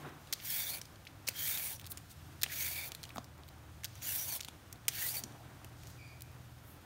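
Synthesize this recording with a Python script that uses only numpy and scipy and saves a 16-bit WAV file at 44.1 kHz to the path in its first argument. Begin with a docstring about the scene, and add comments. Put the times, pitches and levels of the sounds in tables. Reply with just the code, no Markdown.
"""In a quiet home, a hand peeler is drawn five times along a firm vegetable close to a small microphone.
The blade lands with a crackle, then hisses: tiny random breaks shake the blade, whose slot and edge sing.
Small ticks are bursts of ringing noise; dull knocks on the board and a faint squeak are resonances and tones.
Cloth and peel rustle as filtered crackle; a far engine idles outside as a few sines over the room's air."""
import sys
import numpy as np
from scipy import signal
from scipy.fft import rfft, irfft
from scipy.io import wavfile

SR = 44100
rng = np.random.default_rng(int(sys.argv[2]) if len(sys.argv) > 2 else 0)


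def bounce(signal):
    """Save signal as a 16-bit WAV file at the path given by the first command-line argument."""
    frames = np.transpose(np.atleast_2d(signal))
    limited = np.clip(frames, -1, 1)
    pcm = np.round(limited * 32767).astype(np.int16)
    wavfile.write(sys.argv[1], SR, pcm)


N = 302085   # length in samples


def from_db(db):
    """Turn decibels into a gain."""
    return 10 ** (np.asarray(db) / 20)


def rms_one(x):
    """Scale to an average strength (rms) of 1."""
    return x / np.sqrt(np.mean(x ** 2) + 1e-20)


def in_time(rows):
    """Draw each column after the time as a line through the whole scene."""
    times_s, *columns = np.transpose(rows)
    return [np.interp(np.arange(N) / SR, times_s, column) for column in columns]


def while_on(rows, fade_s=0.023):
    """1 between the first and last row, fading to 0 outside."""
    start_s, end_s = rows[0][0], rows[-1][0]
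    corners_s = [start_s - fade_s, start_s, end_s, end_s + fade_s]
    return np.interp(np.arange(N) / SR, corners_s, [0, 1, 1, 0])


def swell(start_s, length_s):
    """A rounded rise and fall: the square root of half a sine."""
    along = np.clip((np.arange(N) / SR - start_s) / length_s, 0, 1)
    return np.sqrt(np.abs(np.sin(np.pi * along))) * (along < 1)


def drift(rate_hz):
    """Slow chance with spread 1: noise at every 40th sample, smoothed twice by a one-pole low-pass."""
    r = np.exp(-80 * np.pi * rate_hz / SR)
    noise = rng.standard_normal(N // 40 + 2002)
    slow = signal.lfilter([1], [1, -2 * r, r * r], noise)[2000:]   # skip the filter's start
    return np.interp(np.arange(N) / 40, np.arange(len(slow)), rms_one(slow))


def coloured(x, spectrum):
    """Weight the frequencies of x by a curve in dB; rms 1."""
    hz, level_db = np.transpose(spectrum)
    log_hz = np.log(np.fft.rfftfreq(len(x), 1 / SR) + 1)
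    gain = from_db(np.interp(log_hz, np.log(hz), level_db, -90, -90))
    return rms_one(irfft(rfft(x) * gain, len(x)))


def band(x, low_hz, high_hz):
    """Keep the sound between two frequencies."""
    edges_hz = [low_hz, min(high_hz, .45 * SR)]
    return signal.sosfilt(signal.butter(2, edges_hz, "band", fs=SR, output="sos"), x)


def resonance(x, hz, width_hz):
    """Let x ring at one frequency: a two-pole resonance with gain 1 on top."""
    r = np.exp(-np.pi * width_hz / SR)
    feedback = [1, -2 * r * np.cos(2 * np.pi * hz / SR), r * r]
    return signal.lfilter(np.array([1, 0, -1]) * (1 - r * r) / 2, feedback, x)


def grains(per_s, spread_db):
    """Random tiny breaks of uneven size and either sign; rms 1."""
    sizes = from_db(spread_db * np.minimum(rng.exponential(1, N), 4)) * rng.choice([-1, 1], N)
    return rms_one(sizes * (rng.random(N) < per_s / SR))


def wavering(hz, width_hz):
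    """A tone that follows hz, smeared by chance in size and phase; rms 1."""
    phase = 2 * np.pi * np.cumsum(hz) / SR
    return rms_one(drift(width_hz) * np.cos(phase) + drift(width_hz) * np.sin(phase))


# cloth and peel rustle, and street wash: (time [s], rustle level [dB], wash level [dB])
RUSTLE_AND_WASH = [(0.0, -59.5, -48.5), (0.12, -64.5, -54), (0.3, -61.5, -59.5), (1.2, -66, -59.5),
                   (2.2, -63, -60.5), (3.05, -62.5, -58.5), (3.3, -67, -59.5), (3.8, -65, -60.5),
                   (4.6, -65, -58.5), (4.9, -66.5, -59.5), (5.3, -64, -56.5), (5.55, -64, -59),
                   (6.2, -65, -60.5), (6.85, -65, -59.5)]
# colour of the rustle: (frequency [Hz], level per Hz [dB])
RUSTLE_COLOUR = [(710, -35), (1200, -3), (1590, -2), (1750, -5.5), (2520, -4), (15700, -10.5)]
# colour of the street wash: (frequency [Hz], level per Hz [dB])
WASH_COLOUR = [(88, -19), (150, 4), (195, -14.5), (288, -1.5), (425, -11), (756, -8), (846, -10),
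               (1430, -12), (3000, -23.5), (3900, -24.5), (6600, -120)]
# colour of the low rumble: (frequency [Hz], level per Hz [dB])
RUMBLE_COLOUR = [(13, -52), (22, -17), (66, 2), (102, 4), (134, -1), (230, -7.5), (300, -57), (510, -120)]
RUMBLE_DB = -59


def background():
    """Rustle is a dense stream of tiny breaks; street wash and a steady rumble are filtered noise."""
    rustle_db, wash_db = in_time(RUSTLE_AND_WASH)
    rustle = from_db(rustle_db + 0.55 * drift(37)) * coloured(grains(20000, 0.55), RUSTLE_COLOUR)
    wash = from_db(wash_db + 1.5 * drift(13.0)) * coloured(rng.standard_normal(N), WASH_COLOUR)
    rumble = from_db(RUMBLE_DB) * coloured(rng.standard_normal(N), RUMBLE_COLOUR)
    return rustle + wash + rumble


# speed of the idling engine: (time [s], turns per second [1/s])
ENGINE_SPEED = [(0, 19.8), (1, 20.5), (1.8, 21), (2.4, 21.2), (3.1, 19.6), (4.5, 19.3), (5.1, 19.7),
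                (6.4, 20.5)]
# swells of engine orders 4, 5, 6 and 7, one list each: (start [s], length [s], level at the top [dB])
ENGINE_SWELLS = [
    [(0.5, 4.66, -58.5), (4.8, 2.15, -60)],
    [(0.2, 2.6, -62), (3.6, 0.8, -57.5), (5.0, 2.4, -65.5)],
    [(1.5, 3.33, -59.5), (4.6, 1.29, -56), (5.6, 1.37, -55.5)],
    [(0.1, 4, -65.5)],
]


def engine():
    """Sines at 4 to 7 times the turning speed, each swelling on its own."""
    turns_per_s, = in_time(ENGINE_SPEED)
    angle = 2 * np.pi * np.cumsum(turns_per_s) / SR
    out = np.zeros(N)
    for order, swells in enumerate(ENGINE_SWELLS, start=4):
        level = sum(from_db(db) * swell(start_s, length_s) ** 2 for start_s, length_s, db in swells)
        tone = np.sqrt(2) * np.sin(order * angle + rng.uniform(0, 2 * np.pi))   # rms 1
        out += level * from_db(1.2 * drift(4)) * tone
    return out


# soft brushes of cloth and peel: (start [s], length [s], level [dB], lowest [Hz], highest [Hz])
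BRUSH_SWELLS = [(1.898, 0.031, -45, 9300, 15700), (2.094, 0.04, -55.5, 2940, 15000),
                (3.143, 0.037, -59, 7000, 15500), (5.134, 0.37, -62.5, 610, 890),
                (5.219, 0.069, -54, 170, 320), (5.757, 0.22, -64, 3460, 8550),
                (5.862, 0.057, -60, 5900, 15500), (6.63, 0.15, -63.5, 10300, 15500)]


def brushes():
    """Cloth and peel rub in short swells of fine crackle."""
    fine = grains(14000, 2.5) * from_db(2.0 * drift(60))
    out = np.zeros(N)
    for start_s, length_s, db, low_hz, high_hz in BRUSH_SWELLS:
        out += from_db(db) * swell(start_s, length_s) * rms_one(band(fine, low_hz, high_hz))
    return out


# a faint rough squeak: (time [s], pitch [Hz], level of each of its two main tones [dB])
SQUEAK_PATH = [(5.975, 2420, -74), (6.0, 2410, -62), (6.125, 2336, -63), (6.16, 2395, -71),
               (6.33, 2466, -79)]


def squeak():
    """A breathy pair of close, rough tones with weaker overtones."""
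    hz, level_db = in_time(SQUEAK_PATH)
    pair = np.zeros(N)
    for ratio in (.965, 1.025):
        pair += wavering(ratio * hz, 50)
        pair += from_db(-10) * wavering(2 * ratio * hz, 120)
        pair += from_db(-17) * wavering(3 * ratio * hz, 260)
    return while_on(SQUEAK_PATH) * from_db(level_db) * pair


# dull knocks of the vegetable on the board: (time [s], peak level [dB], ring [Hz], time to fall 60 dB [s])
BOARD_KNOCKS = [(1.286, -39, 585, 0.018), (2.463, -41, 750, 0.014), (3.1604, -35, 813, 0.019),
                (3.170, -38, 810, 0.01), (3.1814, -28.5, 697, 0.015), (4.485, -39.5, 880, 0.0079),
                (5.242, -48.5, 209, 0.055), (5.309, -47, 229, 0.065), (5.616, -47, 750, 0.016)]
BOUNCE = 1.54   # strength of a second touch, times the first


def knocks():
    """A soft push of half a cycle starts the ring; a second touch within a cycle adds to overtone and board."""
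    length = 9000   # samples
    out = np.zeros(N + length)
    for s, peak_db, hz, t60_s in BOARD_KNOCKS:
        push = np.hanning(int(.5 * SR / hz))   # the lower the ring, the softer the contact
        first = np.pad(push, (0, length - len(push)))
        both = first + BOUNCE * np.roll(first, int(SR / hz / 1.5))
        ring = resonance(first, hz, 2.2 / t60_s)
        ring += 0.25 * resonance(both, 1.5 * hz, 400)   # short overtone
        ring += 0.55 * resonance(both, 235, 50)         # the board
        out[round(s * SR):][:length] += from_db(peak_db) * ring / np.abs(ring).max()
    return out[:N]


FAINT_TICKS_DB = -52   # mean peak of the small random ticks


def faint_ticks(count=24):
    """Small ticks at random moments, with random peak, pitch and brightness."""
    when, size, pitch, bright = rng.random((count, 4)).T
    peak_db = FAINT_TICKS_DB + 8 * (size - .5)
    return list(zip(when * N / SR, peak_db, 2000 * 3 ** pitch, 12 * (bright - .5)))


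# ticks of blade, peel and teeth: (time [s], peak level [dB], centre [Hz], treble against the centre [dB])
PLACED_TICKS = [(0.2723, -44.5, 3270, -18), (0.3258, -16, 4400, 9), (0.3286, -20, 3640, -9),
                (0.3331, -20.5, 5000, 4), (0.3352, -27.5, 4000, -19), (0.4, -37, 2960, -20),
                (0.456, -29, 9000, 7), (0.5025, -23, 11000, 0), (0.8148, -28, 5540, -4),
                (0.854, -38.5, 4300, -3), (0.9575, -45, 3440, -9), (1.052, -41, 3480, 1),
                (1.0685, -36, 2300, -28), (1.071, -39, 3500, -24), (1.269, -37, 6300, -1),
                (1.2727, -29, 5540, -13), (1.2771, -18.5, 4540, 1), (1.285, -22, 2200, -7),
                (1.287, -18, 4400, 9), (1.29, -27, 4400, 0), (1.31, -38, 4050, 1), (1.574, -27, 3900, -6),
                (1.7963, -34, 3430, 1), (1.813, -38.5, 3410, -1), (1.8436, -37, 3630, -15),
                (1.8558, -37.5, 3480, -4), (1.8647, -32, 5470, 8), (1.871, -37, 3950, 2),
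                (1.9032, -40, 7380, 12), (1.9191, -32, 3550, 0), (1.9729, -32.5, 6700, -3),
                (1.9794, -35.5, 2610, 3), (2.4144, -31, 3770, 0), (2.4202, -27, 4160, 0),
                (2.4327, -9.5, 4500, 6), (2.4348, -21.5, 3540, -7), (2.4383, -19.5, 2680, -1.5),
                (2.4615, -33.5, 2740, -25), (2.9188, -26.5, 3050, -2), (2.9488, -29, 3670, -0.5),
                (3.031, -29, 4700, 2), (3.0375, -31.5, 3570, -13), (3.0523, -36.5, 2870, -6.5),
                (3.0914, -40, 3720, -1), (3.104, -41, 2560, -26), (3.159, -37, 2450, -1),
                (3.17, -37.5, 3930, -4), (3.1816, -33, 4250, -9), (3.243, -41, 4930, 1),
                (3.379, -48, 8000, 15), (3.4347, -44.5, 3400, -21), (3.48, -44, 3820, 2),
                (3.487, -42.5, 3820, 0), (3.835, -35, 2000, -8), (3.844, -20.5, 3300, 5),
                (3.8487, -26, 4400, -5), (3.8545, -31, 5000, 1), (3.9544, -37, 1820, 2),
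                (4.021, -35, 2800, -4), (4.092, -30, 6000, 13), (4.205, -34, 6000, 13),
                (4.395, -40, 2200, -17), (4.4052, -29, 5200, -4), (4.4093, -27, 3700, -1.5),
                (4.4255, -40, 4500, -2), (4.432, -33, 4500, -8), (4.4475, -26, 3940, 0.5),
                (4.48, -40, 3670, -10), (4.4843, -32, 3140, -5), (4.7265, -33, 6000, 9),
                (4.8816, -11, 2950, 6), (4.8868, -20, 5900, -7), (5.237, -29, 6160, -6),
                (5.322, -46, 3030, -15), (5.6455, -35, 2600, 2), (5.834, -41, 2600, 0),
                (5.871, -38, 6000, 1), (6.2075, -38, 4300, 4), (6.2203, -31.5, 4850, 9)]
TICK_BASE_T60_S, TICK_RISE_S = 0.022, 0.00058   # fall by 60 dB before brightness and pitch alter it; onset


def ticks():
    """Each tick is a short spiky crackle ringing broadly at its centre, with body and treble added."""
    length = 1200   # samples
    t = np.arange(length) / SR
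    out = np.zeros(N + length)
    rows = PLACED_TICKS + faint_ticks()
    noises = rng.standard_normal((len(rows), length))
    all_lumps = rng.standard_normal((len(rows), 30))
    for (s, peak_db, hz, treble_db), noise, lumps in zip(rows, noises, all_lumps):
        # bright ticks, and those above 7 kHz, die sooner
        t60_s = TICK_BASE_T60_S * from_db(-.25 * max(treble_db, -6)) * min(1, 7000 / hz)
        fall_db = -60 * t / t60_s + 2.5 * np.repeat(lumps, 40)
        crackle = noise * from_db(fall_db) * np.minimum(t / TICK_RISE_S, 1)
        crackle *= 1 + 2 * from_db(-60 * t / 0.008)   # the first contact snaps
        ring = rms_one(resonance(resonance(crackle, hz, .6 * hz), hz, .6 * hz))
        # dull and high ticks stay near their centre
        spill = from_db(1.8 * min(treble_db + 14, 0)) * min(1, (6000 / hz) ** 3)
        middle, low = rms_one(band(crackle, 1250, 9200)), rms_one(band(crackle, 400, 1520))
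        ring += spill * (1.7 * middle + 0.27 * low)
        tick = rms_one(ring) + from_db(treble_db) * rms_one(band(crackle, 4900, 20000))
        out[round(s * SR):][:length] += from_db(peak_db) * tick / np.abs(tick).max()
    return out[:N]


# moments when the grip frees a mode and it sings, sliding as the blade tilts:
# (start [s], length [s], first pitch [Hz], last pitch [Hz], level [dB])
FREED_MODES = [(0.47, 0.12, 3340, 3330, -49), (0.574, 0.081, 3600, 3500, -48.5),
               (0.48, 0.051, 5700, 4900, -48), (.585, 0.08, 5700, 5900, -50.5),
               (0.496, 0.21, 2200, 2170, -55.5), (0.586, .06, 4550, 4500, -50),
               (0.656, 0.042, 3500, 3600, -45.5), (0.686, 0.075, 4300, 4380, -47),
               (0.708, 0.085, 2380, 2320, -52.5), (1.338, 0.17, 3200, 3170, -48.5),
               (1.452, 0.13, 2270, 2160, -52.5), (1.502, 0.08, 3500, 3840, -48),
               (1.4, 0.18, 6600, 6700, -57), (1.2, .06, 4900, 5600, -57), (1.56, 0.16, 2360, 2160, -56),
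               (2.49, 0.05, 1800, 2200, -55), (2.583, 0.14, 2240, 2200, -50),
               (2.708, 0.17, 2300, 2350, -48), (2.517, 0.076, 6700, 6800, -55),
               (2.575, 0.096, 6200, 6900, -51), (2.65, 0.041, 3700, 3340, -52),
               (2.738, 0.14, 3530, 3600, -53.5), (2.642, .24, 4550, 4340, -53.5),
               (4.017, 0.064, 6660, 7200, -50.5), (4.06, 0.072, 2950, 2600, -48),
               (4.063, 0.087, 6300, 5700, -55), (4.17, 0.078, 5800, 6020, -46.5),
               (4.268, 0.12, 6900, 5100, -50), (4.29, 0.052, 2330, 2310, -55.5),
               (4.292, 0.063, 4500, 4270, -50), (4.92, 0.12, 2600, 2730, -55),
               (4.944, 0.1, 1900, 1800, -57), (4.974, 0.078, 6750, 6900, -53),
               (5.067, 0.056, 6700, 7000, -56), (5.058, 0.061, 3800, 5100, -47.5),
               (5.128, 0.056, 2240, 2280, -55), (5.161, 0.046, 4450, 4650, -47),
               (5.11, .06, 5900, 6000, -53)]
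SING_WIDTH_HZ = 150   # width of a singing mode


def sings(stream):
    """Each freed mode is a sliding resonance: the stream is shifted down, smoothed and shifted back."""
    out = np.zeros(N)
    keep = np.exp(-np.pi * SING_WIDTH_HZ / SR)
    for start_s, length_s, first_hz, last_hz, db in FREED_MODES:
        along = np.linspace(0, 1, int(length_s * SR))
        hz = first_hz + (last_hz - first_hz) * along
        turn = np.exp(2j * np.pi * np.cumsum(hz) / SR)
        start = round(start_s * SR)
        part = slice(start, start + len(along))
        smooth = signal.lfilter([1], [1, -keep], stream[part] / turn)
        ring = rms_one(np.real(turn * smooth))
        out[part] += from_db(db) * np.sqrt(np.abs(np.sin(np.pi * along))) * ring
    return out


# pressure of each stroke, heard as its hiss, one list per stroke: (time [s], level [dB])
STROKE_HISS = [
    [(0.345, -82), (0.395, -68), (0.45, -45), (0.47, -45.5), (0.53, -37), (0.6, -37), (0.65, -42),
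     (0.7, -39.5), (0.775, -47), (0.795, -54)],
    [(1.3, -69), (1.345, -56), (1.37, -44.5), (1.41, -38), (1.49, -34.5), (1.57, -40), (1.67, -40),
     (1.735, -45.5), (1.77, -62)],
    [(2.445, -68), (2.49, -60), (2.52, -44.5), (2.58, -39.5), (2.66, -37), (2.74, -41.5), (2.82, -46),
     (2.878, -45.5), (2.892, -49)],
    [(3.87, -96), (3.96, -66), (4.015, -63), (4.025, -47.5), (4.09, -38.5), (4.2, -39.5), (4.26, -43),
     (4.365, -39), (4.385, -59)],
    [(4.9, -58), (4.94, -48), (4.98, -44), (5.02, -38.5), (5.08, -36), (5.13, -43.5), (5.195, -40),
     (5.225, -72)],
]
# colour of the hiss: (frequency [Hz], level per Hz [dB])
HISS_COLOUR = [(6000, -11.5), (7400, -6.5), (11000, -3.5), (14700, 2), (15750, 4)]
# high modes of the thin edge that flare in the hiss: (frequency [Hz], width [Hz], gain along a stroke [dB])
TIP_MODES = [(8730, 350, -0.5), (9980, 490, 10), (11030, 250, -12), (12100, 870, -1.5), (14200, 440, -8)]
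# modes of the slot that the cut can favour: (frequency [Hz], width [Hz])
SLOT_MODES = [(1680, 430), (1950, 34), (2280, 76)]
# modes of the free blade and its swivel: (frequency [Hz], width [Hz])
FREE_MODES = [(3230, 1700), (3600, 20), (4500, 210)]
# modes of the edge: (frequency [Hz], width [Hz])
EDGE_MODES = [(5820, 330), (6800, 76)]
FIRM_DB = -40   # hiss of a firm stroke
SLOT_DB, FREE_DB, EDGE_DB, THRUM_DB = -51, -51.5, -53, -71   # parts at that hiss, as a stroke begins
SLOT_DRIFT_DB, FREE_DRIFT_DB, EDGE_DRIFT_DB, THRUM_RISE_DB = -10, -4.5, -0.5, 16   # change along a stroke
BLADE_FOLLOWS = 0.62   # share of the hiss's swing in dB
CATCH_DB, RASP_DB = 1.0, 1.2   # unevenness of the cut, slow and fast
TIPS_SHARE, FLARE_DB = 0.45, 4.5   # amount of the flaring tips, and how far they come and go
DAMPED, STREAK_DB = 0.25, 5.5   # share of a mode the grip leaves ringing, and how far it comes and goes


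def strokes():
    """Cells burst under the edge in dense streams that shake the blade and the vegetable."""
    hiss_db, = in_time(np.concatenate(STROKE_HISS))
    ends = []
    for rows in STROKE_HISS:
        ends += [(rows[0][0], 0), (rows[-1][0], 1)]
    along, = in_time(ends)   # 0 at the start of a stroke, 1 at its end
    blade_db = BLADE_FOLLOWS * (hiss_db - FIRM_DB)

    unevenness = from_db(CATCH_DB * drift(32) + RASP_DB * drift(250))   # the edge catches and lets go
    cells = grains(16000, 3.0) * unevenness
    fibres = grains(12000, 4.5) * unevenness

    flares = np.zeros(N)
    for hz, width_hz, gain_db in TIP_MODES:
        flares += from_db(FLARE_DB * drift(4.5) + gain_db * along) * resonance(cells, hz, width_hz)
    cut = from_db(hiss_db) * coloured(cells + TIPS_SHARE * flares, HISS_COLOUR)
    cut += sings(band(fibres, 1330, 8500))

    # modes, level, change along a stroke, driving stream, lowest and highest Hz
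    groups = [
        (SLOT_MODES, SLOT_DB, SLOT_DRIFT_DB, fibres, 1450, 3000),
        (FREE_MODES, FREE_DB, FREE_DRIFT_DB, cells, 2900, 5100),
        (EDGE_MODES, EDGE_DB, EDGE_DRIFT_DB, fibres, 5100, 7400),
    ]
    for modes, db, drift_db, stream, low_hz, high_hz in groups:
        broad = rms_one(band(band(stream, low_hz, high_hz), 0.85 * low_hz, 1.38 * high_hz))
        level = from_db(db + blade_db + drift_db * along)
        cut += level * broad
        for k, (hz, width_hz) in enumerate(modes):
            streak = from_db(STREAK_DB * drift(19.0)) * rms_one(resonance(broad, hz, width_hz))
            cut += DAMPED * level * streak * (-1) ** k   # neighbours ring in opposite sign

    # the vegetable itself hums along
    thrum = from_db(THRUM_DB + blade_db + THRUM_RISE_DB * along) * rms_one(band(cells, 504, 990))
    return sum(while_on(rows, fade_s=0.0037) for rows in STROKE_HISS) * (cut + thrum)


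ROOM_T60_S, ROOM_DB = 0.56, -19   # time for the echoes to fall 60 dB; their level


def room(x):
    """A dull tail of dense echoes: fading noise, cut off after half a second."""
    t = np.arange(SR // 2) / SR
    noise = band(rng.standard_normal(len(t)), 300, 10600)
    tail = noise * from_db(-60 * t / ROOM_T60_S) * (t > .004)
    return signal.fftconvolve(x, tail / np.sqrt(np.sum(tail ** 2)))[:N]


def scene():
    """Put near sounds, their echoes and the background together; both channels are the same."""
    near = brushes() + squeak() + knocks() + ticks() + strokes()
    mix = background() + engine() + near + from_db(ROOM_DB) * room(near)
    return np.tile(mix, (2, 1))


# dips of the microphone port: (frequency [Hz], width [Hz], level [dB])
MICROPHONE_DIPS = [(7650, 500, -4), (10450, 600, -6)]
CUTOFF_HZ = 15800


def record(dry):
    """The microphone port weakens two narrow bands; the top is cut."""
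    for hz, width_hz, db in MICROPHONE_DIPS:
        dry = dry - (1 - from_db(db)) * resonance(dry, hz, width_hz)
    return signal.sosfilt(signal.ellip(10, .5, 70, CUTOFF_HZ, fs=SR, output="sos"), dry)


dry = scene()
out = record(dry)
bounce(out)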